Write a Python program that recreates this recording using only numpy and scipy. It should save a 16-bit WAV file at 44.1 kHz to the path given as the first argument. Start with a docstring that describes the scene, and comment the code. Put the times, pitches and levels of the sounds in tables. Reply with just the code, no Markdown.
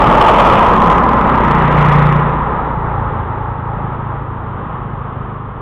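"""A car's tyres roar close by, then a small motorcycle barks past and putters off, slowing a little.
Tread on asphalt makes the roar, hiss and whine; a bend takes the tyres behind the roadside wall.
The motorcycle's single cylinder kicks exhaust and airbox resonances once a cycle, over throb and clatter.
Distant traffic murmurs throughout. Both vehicles overload a narrow-band microphone."""
import sys
import numpy as np
from scipy.fft import rfft, irfft, next_fast_len
from scipy.io import wavfile
from scipy.ndimage import uniform_filter1d, map_coordinates

SR = 44100
rng = np.random.default_rng(int(sys.argv[2]) if len(sys.argv) > 2 else 0)


def to_wav(s):
    """Save 16-bit WAV."""
    ch = np.atleast_2d(s).T  # columns
    pcm = np.round(np.clip(ch, -1, 1) * 32767)  # PCM
    wavfile.write(sys.argv[1], SR, pcm.astype(np.int16))


N = 247401
TIME_S = np.arange(N) / SR


def amp(db):
    """Decibels to gain."""
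    return 10 ** (np.asarray(db) / 20)


def unit(x):
    """Scale to rms 1."""
    return x / np.sqrt(np.mean(x ** 2) + 1e-20)


def curves(rows):
    """One value per sample for each column after t/s."""
    times_s, *columns = np.transpose(rows)
    return [np.interp(TIME_S, times_s, column) for column in columns]


def wobble(rate_hz):
    """Smooth random curve, rate_hz knots a second."""
    knots = rng.standard_normal(int(N * rate_hz / SR) + 4)
    return map_coordinates(knots, [TIME_S * rate_hz])


def filtered(x, response):
    """Zero-phase filter with gain response(f/Hz)."""
    size = next_fast_len(N + SR // 2)
    return irfft(rfft(x, size) * response(np.fft.rfftfreq(size, 1 / SR)), size)[:N]


def colour(x, spectrum):
    """Shape x by (f/Hz, level/dB) points on a log-frequency axis."""
    points_hz, db = np.transpose(spectrum)
    return filtered(x, lambda hz: amp(np.interp(np.log(hz + 1), np.log(points_hz), db)))


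def noise(spectrum):
    """Coloured noise, rms 1."""
    return unit(colour(rng.standard_normal(N), spectrum))


def pass_by(part):
    """Gain of a part that nears and recedes, loudest as it faces the microphone."""
    # part: closest t/s, level/dB, approach/s, retreat/s, loss per doubling of distance/dB
    passes = { "exhaust": (2, -8.5, .56, 0.37, 23.5), "throb": (1.5, -17.5, .6, 1.27, 11.5),
              "airbox": (1.52, -18.5, 0.35, 0.06, 4.5), "clatter": (1.94, -15.5, .7, 0.24, 11),
              "motorcycle tyres": (2, -17.5, 0.6, 0.37, 5.5), "car tyres": (0.44, -11, 2.7, 1.3857, 11.5),
              "tread whine": (0.4052, -12, .35, 1, 11.5), "car hiss": (.55, -10, .85, 0.1659, 11),
              "car rumble": (0.43, -15.5, 1.9, 1.01, 12.5), "car drone": (0, -20.5, .5, .3, 7),
              "car hum": (0.86, -20.5, 0.2, 0.12, 6.5), }
    closest_s, db, approach_s, retreat_s, loss_db = passes[part]
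    offset_s = TIME_S - closest_s
    distance = np.hypot(1, offset_s / np.where(offset_s < 0, approach_s, retreat_s))  # 1 at closest
    return amp(db - loss_db * np.log2(distance))


def distant_traffic():
    """Low murmur and a tyre band, with a ground-reflection hollow between."""
    # traffic spectrum: f/Hz, level/dB
    murmur = [(20, -12), (45, 8.5), (75, 5), (130, 4), (230, 0.5), (290, -4), (430, -3.5), (680, -9.5),
              (850, -4), (1200, -1.5), (1500, -12.5), (2300, -25.5), (3600, -31)]
    return amp(-25.5 + 2.0 * wobble(5)) * noise(murmur)


def car():
    """Tread hiss, body rumble and engine drone; Doppler shift lowers the engine as it passes."""
    # tread hiss spectrum: f/Hz, level/dB
    hiss_spectrum = [(300, -20.5), (620, 4.5), (900, -1), (1180, 6.5), (1500, -15.5), (2200, -15),
                     (2600, -17.5), (3100, -18), (3500, -19.5), (4000, -28)]
    # body rumble spectrum: f/Hz, level/dB
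    rumble_spectrum = [(20, -15), (45, -4.5), (85, -5.5), (170, -1), (280, -6.5), (500, -3), (900, -13),
                       (1600, -38.5)]
    centre_hz, doppler_hz, abreast_s, glide_s = 44.9, 1.9, .56, .2
    firing_hz = centre_hz - doppler_hz * np.tanh((TIME_S - abreast_s) / glide_s)
    phase = 2 * np.pi * np.cumsum(firing_hz) / SR
    drone = pass_by("car drone") * amp(1.1 * wobble(8)) * unit(np.sin(phase))
    hum = pass_by("car hum") * amp(3.2 * wobble(30)) * unit(np.sin(4 * phase + 0.69 * wobble(25)))
    grit = unit(amp(2.2 * wobble(70)))  # coarse patches of asphalt
    hiss = pass_by("car hiss") * grit * noise(hiss_spectrum)
    rumble = pass_by("car rumble") * noise(rumble_spectrum)
    return hiss + rumble + drone + hum


def tyre_roar():
    """Both vehicles' tread roars on asphalt; past the bend the wall shadows it."""
    # roar spectrum: f/Hz, level/dB
    roar_spectrum = [(25, -7.5), (70, -7), (200, -8), (290, -9.5), (440, -6.5), (690, -11.5), (830, -0.5),
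                     (1050, -4.5), (1280, -3), (1480, -14.5), (1900, -19), (2300, -30.5), (3200, -41),
                     (4000, -31)]
    bend_s, shadow_db_per_s = 3.73, 2
    shadow_db = shadow_db_per_s * np.maximum(TIME_S - bend_s, 0)
    gain = np.hypot(pass_by("car tyres"), pass_by("motorcycle tyres"))
    return gain * amp(1.1 * wobble(13) - shadow_db) * noise(roar_spectrum)


def tread_whine():
    """Tread blocks whine near 1 kHz; their uneven spacing smears the tone."""
    # whine pitch: t/s, f/Hz
    pitch_track = [(.25, 900), (.8, 1040), (1.5, 980), (1.9, 1030), (2.4, 1020), (2.8, 879), (3.6, 870),
                   (4.4, 1020), (5.2, 1050)]
    whine_hz, = curves(pitch_track)
    phase = 2 * np.pi * np.cumsum(whine_hz) / SR
    width_hz = 150
    whine = unit(wobble(width_hz) * np.cos(phase) + wobble(width_hz) * np.sin(phase))
    return pass_by("tread whine") * whine


def gas_resonance(cycle, firing_hz, ring_hz, t60_s, attack_s, scatter_db, detune_s):
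    """Each firing kicks a slightly different ring; the last three overlap. Steady rms 1."""
    strength, sharpness = rng.standard_normal(size=(400, 2)).T
    firing = np.floor(cycle).astype(int)
    ring = np.zeros(N)
    for back in range(3):
        age_s = (cycle - firing + back) / firing_hz
        envelope = (1 - np.exp(-(age_s / attack_s) ** 2)) * np.exp(-np.log(1000) * age_s / t60_s)
        pitch_hz = ring_hz * (1 + detune_s * sharpness[firing - back] / t60_s)  # short rings stray more
        phase = 2 * np.pi * pitch_hz * (age_s - 0.755 * attack_s)
        ring -= amp(scatter_db * strength[firing - back]) * envelope * np.cos(phase)
    power = uniform_filter1d(uniform_filter1d(ring ** 2, size=5000), size=5000)
    return ring / np.sqrt(np.abs(power) + 1e-12)


def exhaust(cycle, firing_hz):
    """The pipe booms long while its mouth is near, then putters in shorter, lower thumps."""
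    # exhaust heard from behind: t/s, ring f/Hz, level/dB
    putter = [(2.4, 165, -36), (2.75, 143, -20.5), (2.98, 114, -19.5), (3.3, 105.3, -23), (3.6, 118.6, -22),
              (3.85, 131.3, -22.5), (4.3, 113.8, -24), (4.62, 107.2, -27.5), (4.8, 122, -26.5),
              (5.25, 119.6, -25.5), (5.61, 120.4, -31.5)]
    boom_hz, boom_t60_s, putter_t60_s = 148.8, 0.076, 0.041
    putter_hz, putter_db = curves(putter)
    boom_gain = pass_by("exhaust")
    gain = np.hypot(boom_gain, amp(putter_db))
    boom_share = (boom_gain / gain) ** 2
    ring_hz = boom_share * boom_hz + (1 - boom_share) * putter_hz
    t60_s = boom_share * boom_t60_s + (1 - boom_share) * putter_t60_s
    return gain * gas_resonance(cycle, firing_hz, ring_hz, t60_s,
                                attack_s=0.0101, scatter_db=1.7, detune_s=0.00037)


def motorcycle():
    """One cylinder drives the exhaust, the airbox gulp, a low throb and the clatter."""
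    # firing rate: t/s, f/Hz
    firing_track = [(0.0, 29.63), (1.2, 30.13), (1.8, 29.49), (2.5, 29.19), (3.2, 28.02), (3.9, 27.49),
                    (4.7, 25.96), (5.6, 25.53)]
    # mechanical noise spectrum: f/Hz, level/dB
    clatter_spectrum = [(100, -22.5), (330, -5.5), (520, 2.5), (750, -3.5), (1200, 4), (1550, -4.5),
                        (1950, -4), (2400, -12), (3200, -19), (4000, -17)]
    firing_hz, = curves(firing_track)
    cycle = np.cumsum(firing_hz) / SR - .08 + .015 * wobble(13)
    pipe = exhaust(cycle, firing_hz)
    airbox = pass_by("airbox") * gas_resonance(cycle + 0.1, firing_hz, ring_hz=227, t60_s=0.061,
                                               attack_s=0.0038, scatter_db=0, detune_s=0.0035)
    phase = 2 * np.pi * cycle
    throb = pass_by("throb") * amp(0.58 * wobble(15)) * (np.sin(2 * phase) + amp(-10) * np.sin(phase))
    surge = unit(amp(1.4 * np.cos(phase - 1.5)))  # valves and combustion, once a cycle
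    clatter = pass_by("clatter") * surge * noise(clatter_spectrum)
    return pipe + airbox + throb + clatter


def scene():
    """Both vehicles over distant traffic, mono."""
    return (motorcycle() + tyre_roar() + tread_whine() + car() + distant_traffic())[None]


def record(dry):
    """Narrow-band microphone; overload flattens the peaks and crackles in the treble."""
    # response after the overloaded input: f/Hz, level/dB
    output_response = [(20, -0.5), (3000, 0), (4500, -5), (9000, -4.5), (15000, -2.5)]
    low_hz, mic_hz, top_hz, ceiling = 12, 3572, 15870, .705
    heard = filtered(dry[0], lambda hz: (hz > low_hz) / np.sqrt(1 + (hz / mic_hz) ** 30))
    clipped = heard / (1 + np.abs(heard / ceiling) ** 30) ** (1 / 30)
    return filtered(colour(clipped, output_response), lambda hz: hz < top_hz)[None]


dry = scene()
out = record(dry)
to_wav(out)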